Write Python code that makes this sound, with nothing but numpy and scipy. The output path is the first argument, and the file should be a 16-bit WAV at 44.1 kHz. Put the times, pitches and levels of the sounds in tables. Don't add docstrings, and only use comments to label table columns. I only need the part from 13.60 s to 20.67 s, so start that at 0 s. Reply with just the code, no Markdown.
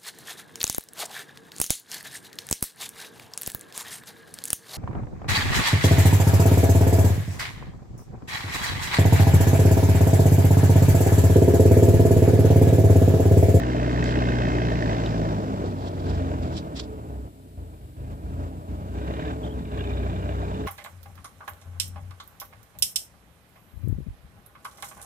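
import sys
import numpy as np
from scipy import signal
from scipy.fft import rfft, irfft
from scipy.io import wavfile
from scipy.ndimage import uniform_filter1d, map_coordinates

SR = 44100
rng = np.random.default_rng(int(sys.argv[2]) if len(sys.argv) > 2 else 0)


def undo_db(level):
    steps = np.asarray(level, float) / 20
    return 10 ** steps


def store_pcm(level_fs):
    pcm = np.round(np.clip(level_fs, -1, 1) * 32767).astype(np.int16)
    wavfile.write(sys.argv[1], SR, np.atleast_2d(pcm).T)


N = 311787
T = np.arange(N) / SR
HZ = np.maximum(np.fft.rfftfreq(N, 1 / SR), 1)

# f/Hz, spectral level/dB
HISS = [(40, -9), (300, -47), (1500, -6.5), (4000, -7), (6400, -14), (8000, -8), (15500, -8.5)]
# f/Hz, gain/dB
LEFT_PORT = [(50, .1), (130, -1), (300, -.9), (700, .6), (1200, 1), (1720, -5), (2400, -2), (3300, -3),
             (5000, -7), (6900, 1), (7600, 3), (9000, 0)]
# f/Hz, direct share/1
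DIRECT = [(60, 0.98), (130, .97), (350, 0.995), (700, .97), (1200, 0.88), (1700, 0.82), (2400, 0.67),
          (3300, 0.55), (4300, 0.5), (7000, 0.17)]
# t/s, start f/Hz, end f/Hz, length/s, level/dB
BIRD = [
    (5.824, 3700, 2880, 0.024, -42),
    (5.843, 3380, 3730, 0.016, -47),
    (5.863, 2950, 3400, 0.0049, -44),
    (5.871, 3690, 2920, 0.0155, -47),
    (5.891, 2780, 3230, .014, -53),
    (5.907, 3130, 3320, 0.0091, -46),
    (5.918, 3500, 2950, .015, -49),
]
# f/Hz, spectral level/dB
BRUSH_COLOUR = [(1600, -4), (2900, -0.5), (3300, 7), (4100, 6), (5200, 4.5), (6500, -7.5), (7800, -4.5),
                (9500, 0), (14000, -39)]
# peak t/s, level/dB, swell/s, fade/s
STROKES = [(0.459, -43, 0.028, 0.054), (2.06, -57, .03, .06), (2.178, -62, .015, 0.021),
           (2.286, -52.5, 0.2, 0.026), (2.474, -52.5, 0.22, 0.12), (2.552, -55, 0.027, 0.038),
           (2.825, -55, 0.025, 0.15), (2.973, -44.5, 0.056, 0.02), (3.178, -41, 0.047, 0.018),
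           (3.198, -37, .004, .004), (3.212, -41, 0.012, 0.0083), (3.23, -57, 0.019, 0.036)]
# t/s, peak level/dB, left-right level/dB, ring start f/Hz, ring end f/Hz, ring share/1
SNAPS = [
    (.4415, -19.5, -3, 4500, 5000, 0),
    (.4565, -31, -2, 3200, 3600, .2),
    (1.4603, -22, -1, 3900, 3400, .75),
    (1.4606, -27, -1, 1600, 1500, .6),
    (1.493, -35, -1, 5000, 5000, .9),
    (1.4628, -25.5, -1, 2800, 3500, 1),
    (2.8215, -40, -5, 4500, 5000, .1),
    (3.1965, -34, -2, 3200, 3600, .2),
]
# t/s, f/Hz, level/dB
WHINE = [(3.1, 445, -62), (3.3, 432, -48.5), (3.62, 420, -52.5), (3.72, 415, -68.5), (5.2, 400, -76),
         (5.36, 405, -43), (5.45, 420, -45), (5.65, 437, -44), (6.0, 430, -45), (6.3, 407, -41),
         (6.6, 404, -50), (6.8, 412, -46), (7.07, 430, -37.5)]
# t/s, f/Hz, level/dB
BRACKET = [(6.15, 3580, -58), (6.206, 3480, -47), (6.19, 3300, -53), (6.24, 3050, -53), (6.27, 3600, -54),
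           (6.174, 2720, -61), (6.188, 2840, -53), (6.206, 2820, -48), (6.217, 2800, -51),
           (6.23, 2560, -54), (6.25, 2550, -52), (6.273, 2380, -50.5), (6.294, 2420, -49),
           (6.332, 3670, -54), (6.316, 2400, -47), (6.378, 3700, -54)]
# t/s, peak level/dB, panel f/Hz
KNOCKS = [(0.0657, -32, 1800), (0.0992, -31, 1770), (0.1311, -32, 1550), (0.165, -29, 1760),
          (0.1974, -32, 1730), (0.2299, -28, 2030), (0.4244, -26, 1910), (0.6205, -23, 1580),
          (1.0848, -29, 1730), (1.1187, -28, 1560), (1.1531, -30, 2030), (1.2045, -29, 1530),
          (1.2239, -22, 1810), (1.2569, -27, 1750), (1.2928, -27, 2040), (1.3462, -30, 2050),
          (1.5422, -33, 1690), (1.6515, -33, 1710), (1.7059, -35, 1630), (2.4661, -33.5, 1580),
          (2.533, -41, 1650), (2.6233, -42, 1670), (2.7166, -34, 1570), (2.739, -39, 1580),
          (4.7314, -52, 2180), (4.7754, -50, 1580), (5.3471, -46, 2310), (5.382, -45, 2790),
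          (5.4439, -45, 1540), (5.4733, -40, 2330), (5.5047, -38, 2340), (5.594, -36, 1660),
          (5.6225, -33, 1900), (5.6474, -37, 2340), (5.6758, -36, 1680), (5.7033, -37, 2260),
          (6.1438, -42, 2200), (6.1732, -35, 1760), (6.2061, -34, 1630), (6.4281, -37, 2370),
          (6.463, -38, 2330), (6.5281, -42, 1570), (6.5568, -38, 2370), (6.6556, -42, 1510),
          (6.689, -37, 1570), (6.692, -38, 2850), (6.7195, -42, 2310), (6.7521, -42, 2260),
          (6.7853, -37, 1700), (6.8162, -40, 1940), (6.8344, -41, 2470), (6.909, -43, 1690),
          (6.94, -35, 2380), (7.0614, -39, 2820)]
# f/Hz, width/Hz, level part that grows with speed/dB, level part that shrinks with speed/dB
PANELS = [(1290, 90, -14, -5), (1080, 130, -15, -2), (1583, 110, 3, 0.5), (1790, 170, 3.5, -3),
          (2075, 55, 3.5, -7), (2370, 150, -7, -2.5), (2560, 65, 5, -18), (2800, 120, -7, -4),
          (3110, 90, .5, -16), (3620, 150, -12, -3)]
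# f/Hz, spectral level/dB
CLATTER = [(700, -79), (1000, 6), (1500, 0.5), (2200, -8), (3000, -5.5), (3900, -2.5), (4400, -19),
           (8000, -89)]
# t/s, peak level/dB, f/Hz
BARKS = [(0.015, -26, 640), (0.057, -27, 611), (0.096, -33, 490), (0.146, -16.5, 657), (0.196, -23, 680),
         (0.276, -18, 622), (0.344, -19, 690), (0.424, -32, 645), (0.457, -33, 626), (0.555, -23, 480),
         (0.62, -24, 630), (0.659, -26, 510), (0.733, -26, 615), (0.799, -25, 509), (0.865, -27, 649),
         (0.931, -29, 500), (1.017, -20, 654), (1.056, -26, 638), (1.117, -16.5, 620), (1.227, -17, 620),
         (1.298, -35, 630), (1.329, -19, 482), (1.37, -34, 625), (1.424, -35, 694), (1.472, -29, 590),
         (1.544, -23, 617), (1.616, -24, 608), (1.663, -21, 633), (1.724, -23, 527), (1.782, -22.5, 606),
         (1.843, -26, 517), (1.94, -25, 563), (2.04, -22, 480), (2.184, -33, 635), (2.536, -32, 603),
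         (2.611, -25, 570), (2.671, -25, 606), (2.716, -20, 594), (2.811, -26, 630), (2.907, -26, 590),
         (4.775, -37, 560), (5.413, -28, 576), (5.506, -22.5, 596), (5.54, -24.5, 570), (5.591, -25, 646),
         (6.176, -29, 573), (6.333, -32, 590), (6.404, -30, 641), (6.462, -24, 643), (6.532, -25, 640),
         (6.59, -42, 579), (6.658, -25, 600), (6.69, -22, 600), (6.752, -33, 567), (6.829, -23.5, 700),
         (6.915, -23, 595)]
# t/s, turns per second/Hz
SPEED = [(0.0, 61.53), (0.5, 61.31), (1.0, 60.07), (1.25, 56.37), (1.5, 56.45), (1.75, 52.63), (2.0, 49.21),
         (2.75, 42.94), (3.5, 35.31), (4.3, 25.72), (4.5, 26.48), (4.8, 28.77), (5.25, 29.44),
         (5.75, 37.26), (6.0, 32.75), (6.25, 31.25), (6.6, 30.94), (7.07, 32.29)]
# t/s, gas flow as roar level/dB, strain as clatter level/dB, firmness as hum against flow/dB
LOAD = [(0.0, -27, -45.5, 1.5), (0.6, -25.5, -39, 1.5), (1.3, -26, -42, 2.5), (1.72, -26.5, -49.5, 1),
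        (1.8, -27, -53.5, -2.5), (2.43, -31.5, -58, -7.5), (2.49, -29, -50.5, -4), (2.93, -30, -56, -2.5),
        (3.03, -34.5, -61.5, -5), (3.65, -39.5, -85, 0), (4.3, -45.5, -68, 7), (4.84, -35.5, -70, 2),
        (5.3, -37.5, -65.5, -2.5), (5.38, -33.5, -53, -5.5), (5.7, -31.5, -44, 2.5), (5.78, -34.5, -67, -2),
        (6.17, -32, -48.5, -1.5), (7.07, -32.5, -52, -2.5)]
# t/s, length/s, loss/dB
MISSES = [(2.096, 0.11, 2), (2.762, 0.022, 1), (2.86, 0.035, 0.5), (3.693, 0.28, 7.5), (3.72, 0.023, 1),
          (4.335, .03, 2), (4.06, 0.066, 2), (4.157, 0.051, 4), (4.202, .03, 2.5), (4.27, 0.098, 3.5),
          (4.385, 0.07, -2), (4.467, 0.016, -3.5), (4.491, 0.053, -4), (4.57, 0.063, 3), (4.718, 0.137, -1),
          (4.891, 0.073, 4), (4.975, 0.11, 4), (5.1, .08, 0), (5.2, 0.1, 0), (5.428, .04, 2),
          (5.78, .05, -1), (5.828, 0.056, -2), (5.9, 0.038, 3), (6.01, 0.11, 3), (6.52, .05, 0.5),
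          (6.618, 0.022, 2)]
# f/Hz, width/Hz, level/dB
HUM = [(55.3, 1.6, -7.5), (63.8, 5.3, -1.5), (90.5, 8.8, 2), (126.8, 22, -6.5), (162.3, 7.1, -7.5),
       (201.1, 5.3, 1), (243.8, 6, -7), (319, 17, -2)]
ORDER_DB = [-1, 2.5, -0.5, -3, -4.5]
# f/Hz, spectral level/dB
ROAR = [(24, -39), (40, -60), (64, 4.5), (87, -2), (218, -5), (285, -6), (384, -7.5), (524, -13.5),
        (600, -7), (728, -18.5), (844, -14.5), (1040, -18.5), (1400, -20), (1820, -31), (3080, -120)]
# f/Hz, width/Hz, level/dB
PIPE = [(164, 26, -2), (266.6, 4.7, -5.5), (303.4, 15.7, -3), (430, 34, -9), (654, 152, -6),
        (951, 3.9, -19)]


def rms_one(x):
    return x / np.sqrt(np.mean(x ** 2) + 1e-20)


def in_time(rows):
    s, *columns = np.transpose(rows)
    return [np.interp(T, s, c) for c in columns]


def at_hz(points, hz):
    points_hz, values = np.transpose(points)
    return np.interp(np.log(hz), np.log(points_hz), values)


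def colour(x, points):
    return irfft(rfft(x) * undo_db(at_hz(points, HZ)), N)


def butter(x, order, hz, kind="band"):
    return signal.sosfilt(signal.butter(order, hz, kind, fs=SR, output="sos"), x)


def resonate(x, hz, width_hz):
    r = np.exp(-np.pi * width_hz / SR)
    zeros = np.array([1, 0, -1]) * (1 - r * r) / 2
    poles = [1, -2 * r * np.cos(2 * np.pi * hz / SR), r * r]
    return signal.lfilter(zeros, poles, x)


def drift(rate_hz):
    knots = rng.standard_normal(int(N / SR * 60) + 3)[:int(N / SR * rate_hz) + 3]
    coarse = T[::32]
    return np.interp(T, coarse, map_coordinates(knots, [coarse * rate_hz], order=3))


def twin_noise():
    return rng.standard_normal((2, N))


def scattered(x):
    return np.array([x, -np.roll(x, 37)])


def ports(paths, lag, direct):
    direct = np.clip(direct, 0, 1)
    bass_phase = 0.24 / (1 + (HZ / 210) ** 2)
    late = direct * np.exp(-2j * np.pi * HZ * lag / SR - 1j * bass_phase) * rfft(paths[0])
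    left = (late + np.sqrt(1 - direct ** 2) * rfft(paths[1])) * undo_db(at_hz(LEFT_PORT, HZ))
    return np.array([irfft(left, N), paths[0]])


def insects(level_db):
    band = butter(twin_noise(), 3, [7300, 7950])
    return undo_db(level_db + 1.0 * drift(26)) * rms_one(band) * undo_db([[4.0], [-5.0]])


def bird():
    out = np.zeros(N)
    for s, start_hz, end_hz, length, level_db in BIRD:
        i, n = round(s * SR), round(length * SR)
        phase = 2 * np.pi * np.cumsum(np.linspace(start_hz, end_hz, n)) / SR
        out[i:i + n] += undo_db(level_db) * np.hanning(n) * np.sin(phase)
    out = out * undo_db(2.5 * drift(65))
    return out + undo_db(-14.0) * np.roll(out, 500)


def feet():
    stroke = np.zeros(N)
    for s, db, swell, fade in STROKES:
        shape = np.minimum(1 + (T - s) / swell, 1 - (T - s) / (2.4 * fade))
        stroke += undo_db(db) * np.clip(shape, 0, 1) ** 2
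    grain_db = 4 * np.minimum(rng.exponential(1, N), 4) + 3.5 * drift(60)
    grain = twin_noise() * undo_db(grain_db)
    return rms_one(colour(grain, BRUSH_COLOUR)) * uniform_filter1d(stroke, size=250) * undo_db(5.0)


def snaps():
    out, t = np.zeros((2, N)), np.arange(260) / SR
    for s, peak_db, pan_db, start_hz, end_hz, share in SNAPS:
        i = round(s * SR)
        crack = (1 - .6 * share) * rng.standard_normal(260) * np.exp(-t / .0006)
        phase = 2 * np.pi * np.cumsum(np.linspace(start_hz, end_hz, 260)) / SR
        crack += share * np.exp(-t / .0028) * np.sin(phase)
        out[:, i:i + 260] += undo_db(peak_db - 5.5 + pan_db * np.array([[.5], [-.5]])) * crack
    return butter(out, 1, [1300, 15000])


def whine():
    hz, level_db = in_time(WHINE)
    fade = np.clip((T - WHINE[0][0]) / 0.1, 0, 1)
    level = np.sqrt(2) * fade * undo_db(level_db + 0.5 + 1.5 * drift(18))
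    return level * np.sin(2 * np.pi * (np.cumsum(hz) / SR + 0.09 * drift(30)))


def bracket():
    out, t = np.zeros(N), np.arange(900) / SR
    shape = (t / 0.0023) * np.exp(-t / 0.0026)
    for s, hz, level_db in BRACKET:
        i = round(s * SR)
        out[i:i + 900] += undo_db(level_db + 21.0) * shape * np.sin(2 * np.pi * hz * t)
    return out * undo_db(2.2 * drift(60) - 2)


def knocks():
    out, t = np.zeros(N + 1500), np.arange(1500) / SR
    shape = (1 - np.exp(-t / .0008)) * np.exp(-t / .0045)
    shape = shape / shape.max()
    neighbours = rng.integers(2, len(PANELS) - 3, (len(KNOCKS), 2))
    for (s, db, hz), (a, b) in zip(KNOCKS, neighbours):
        i = round(s * SR)
        others = np.sin(2 * np.pi * PANELS[a][0] * t) - np.sin(2 * np.pi * PANELS[b][0] * t)
        ring = np.sin(2 * np.pi * hz * t) + undo_db(-11) * others
        out[i:i + 1500] += undo_db(db - 4.5) * shape * ring
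    return out[:N]


def per_turn(turns, spread_db, idle_db):
    k = turns.astype(int)
    return undo_db(spread_db * rng.standard_normal(420)[k] + idle_db * (k % 2))


def clatter(speed, turns, clatter_db, air_db):
    strength = per_turn(turns, spread_db=.7, idle_db=-2.0)
    burst = (.3 + np.clip(1.5 - speed / 30, 0, .2) + np.exp(-(turns % 1) / .14)) * strength
    knock = np.diff(np.floor(turns), prepend=0) * strength
    shake = [twin_noise() * burst, twin_noise() * burst]
    fast = np.clip(speed / 30 - 1, 0, 1)
    panels = 0
    for k, (hz, width, fast_db, slow_db) in enumerate(PANELS):
        level_db = fast * fast_db + (1.5 - fast) * slow_db + (2.0 - 1.2 * fast) * drift(13)
        force = shake[k % 2] + speed / 4.2 * knock * (1 + .4 * drift(40))
        panels = panels + undo_db(level_db) * resonate(resonate(force, hz, 2.5 * width), hz, 1.5 * width)
    broad = rms_one(colour(shake[0][::-1], CLATTER))
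    air = butter(twin_noise() * (0.43 + burst), 4, [3300, 5900])
    metal = rms_one(panels) + .5 * broad
    return undo_db(clatter_db + 2.5) * metal + undo_db(air_db - 7.0) * rms_one(air)


def barks():
    out, t = np.zeros(N + 2000), np.arange(2000) / SR
    shape = (1 - np.exp(-t / 0.00078)) * np.exp(-t / 0.0065)
    shape = shape / shape.max()
    front = 0.33 * np.exp(-t / 0.00065) * np.sin(2 * np.pi * 1900 * t)
    for s, db, hz in BARKS:
        i = round(s * SR)
        out[i:i + 2000] += undo_db(db - 5) * (shape * np.sin(2 * np.pi * hz * t) + front)
    return out[:N]


def misses():
    falter_s, catch_s = 0.037, 0.0057
    lost_db = np.zeros(N)
    for s, length, depth_db in MISSES:
        gate = np.minimum((T - s) / falter_s + .5, (s + length - T) / catch_s + .5)
        lost_db += depth_db * np.clip(gate, 0, 1)
    return lost_db


def pipe_db(hz):
    power = sum(undo_db(2 * db) / (1 + (2 * (hz - top_hz) / width) ** 2) for top_hz, width, db in HUM)
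    return 10 * np.log10(power)


def exhaust_orders(speed, turns, orders_db, roar_db):
    uneven = turns + .02 * np.clip((45 - speed) / 10, 0, 1) * drift(14)
    out = np.zeros(N)
    for k, level, start in zip([1, 2, 3, 4, 5], orders_db, [0.098, 0.26, 0.51, 0.26, 0.89]):
        out += np.sqrt(2) * undo_db(level + 0.27 * k * drift(23)) * np.sin(2 * np.pi * (k * uneven + start))
    for k in [2.5, 3.5, 4.5, 5.5, 6, 7, 8]:
        half_order_loss = 6.7 * (k % 1 > 0)
        level = roar_db + at_hz(ROAR, k * speed) - 8.5 - half_order_loss + 4.4 * drift(7.8)
        out += undo_db(level) * np.sin(2 * np.pi * (k * turns + 0.043 * k * drift(9) + rng.random()))
    return out


def exhaust(speed, turns, orders_db, bass_db, roar_db):
    orders = exhaust_orders(speed, turns, orders_db, roar_db)
    puff = (1.6 + 0.12 * np.cos(2 * np.pi * turns)) * per_turn(turns + .5, spread_db=1.0, idle_db=-1.0)
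    gas = twin_noise() * puff
    pipe = sum(undo_db(level) * rms_one(resonate(gas, hz, width)) for hz, width, level in PIPE)
    roar = rms_one(colour(gas, ROAR)) + undo_db(-8.5) * pipe
    rumble = rms_one(butter(gas, 2, [55, 130]))
    rumble = rumble + np.clip((54 - speed) / 8, .15, 1.3) * rms_one(resonate(gas, 64.3, 0.77))
    above = butter(roar, 3, 135, "high")
    dull = butter(above, 1, 470, "low")
    drone = 0.11 * np.clip((52 - speed) / 8, 0, 1) * rms_one(resonate(gas, 269.4, 2.5))
    bright_db = 0.42 * (roar_db + 23.5) + 0.21 * np.clip(np.gradient(speed) * SR, -12, 4.0)
    above = drone + dull + undo_db(bright_db) * (above - dull)
    rumble_db = bass_db - 12.5 - 1.94 * (speed / 30 - 4.0)
    return orders + undo_db(roar_db - 1.0) * above + undo_db(rumble_db) * rumble


def scene():
    speed, = in_time(SPEED)
    speed = uniform_filter1d(speed, size=SR // 10)
    turns = np.cumsum(speed) / SR
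    flow_db, strain_db, firm_db = in_time(LOAD)
    lost_db = misses()
    low_db = flow_db - 1.56 * lost_db
    orders_db = [low_db + firm_db + db + pipe_db((k + 1) * speed) for k, db in enumerate(ORDER_DB)]
    roar_db, clatter_db = flow_db - lost_db, strain_db - lost_db
    air_db = -63.5 + 0.55 * (speed - 45) + 0.52 * (clatter_db + 42)
    air_db += 18.5 * np.exp(-((speed - 53.3) / 13) ** 2)

    engine = exhaust(speed, turns, orders_db, low_db + 1, roar_db)
    engine = engine + clatter(speed, turns + 2 - .1, clatter_db, air_db)
    engine = engine + scattered(knocks()) + whine() + scattered(bracket()) + barks()
    song = bird()
    near = ports(feet(), 9, 0.27) + snaps() + ports([song, np.roll(song, 230)], -16, 0.71)
    far = insects(-71.5 + 0.4 * (roar_db + 36.5))
    return ports(engine, 18, at_hz(DIRECT, HZ)) + near + far


def roll_off(x):
    return signal.sosfilt(signal.butter(12, 16200, fs=SR, output="sos"), x)


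def record(dry):
    running = np.pad(dry, [(0, 0), (3000, 0)], "reflect")
    cut = butter(running, 4, 45, "high")
    cut = signal.sosfilt(signal.cheby2(6, 17, 8500, fs=SR, output="sos"), cut)
    hiss = np.array([rms_one(colour(rng.standard_normal(N), HISS)) for side in dry]) * undo_db(-61.0)
    top = signal.cheby2(14, 60, 15750, fs=SR, output="sos")
    heard = signal.sosfilt(top, cut)[:, 3000:] + signal.sosfilt(top, hiss)
    return roll_off(heard)


dry = scene()
out = record(dry)
store_pcm(out)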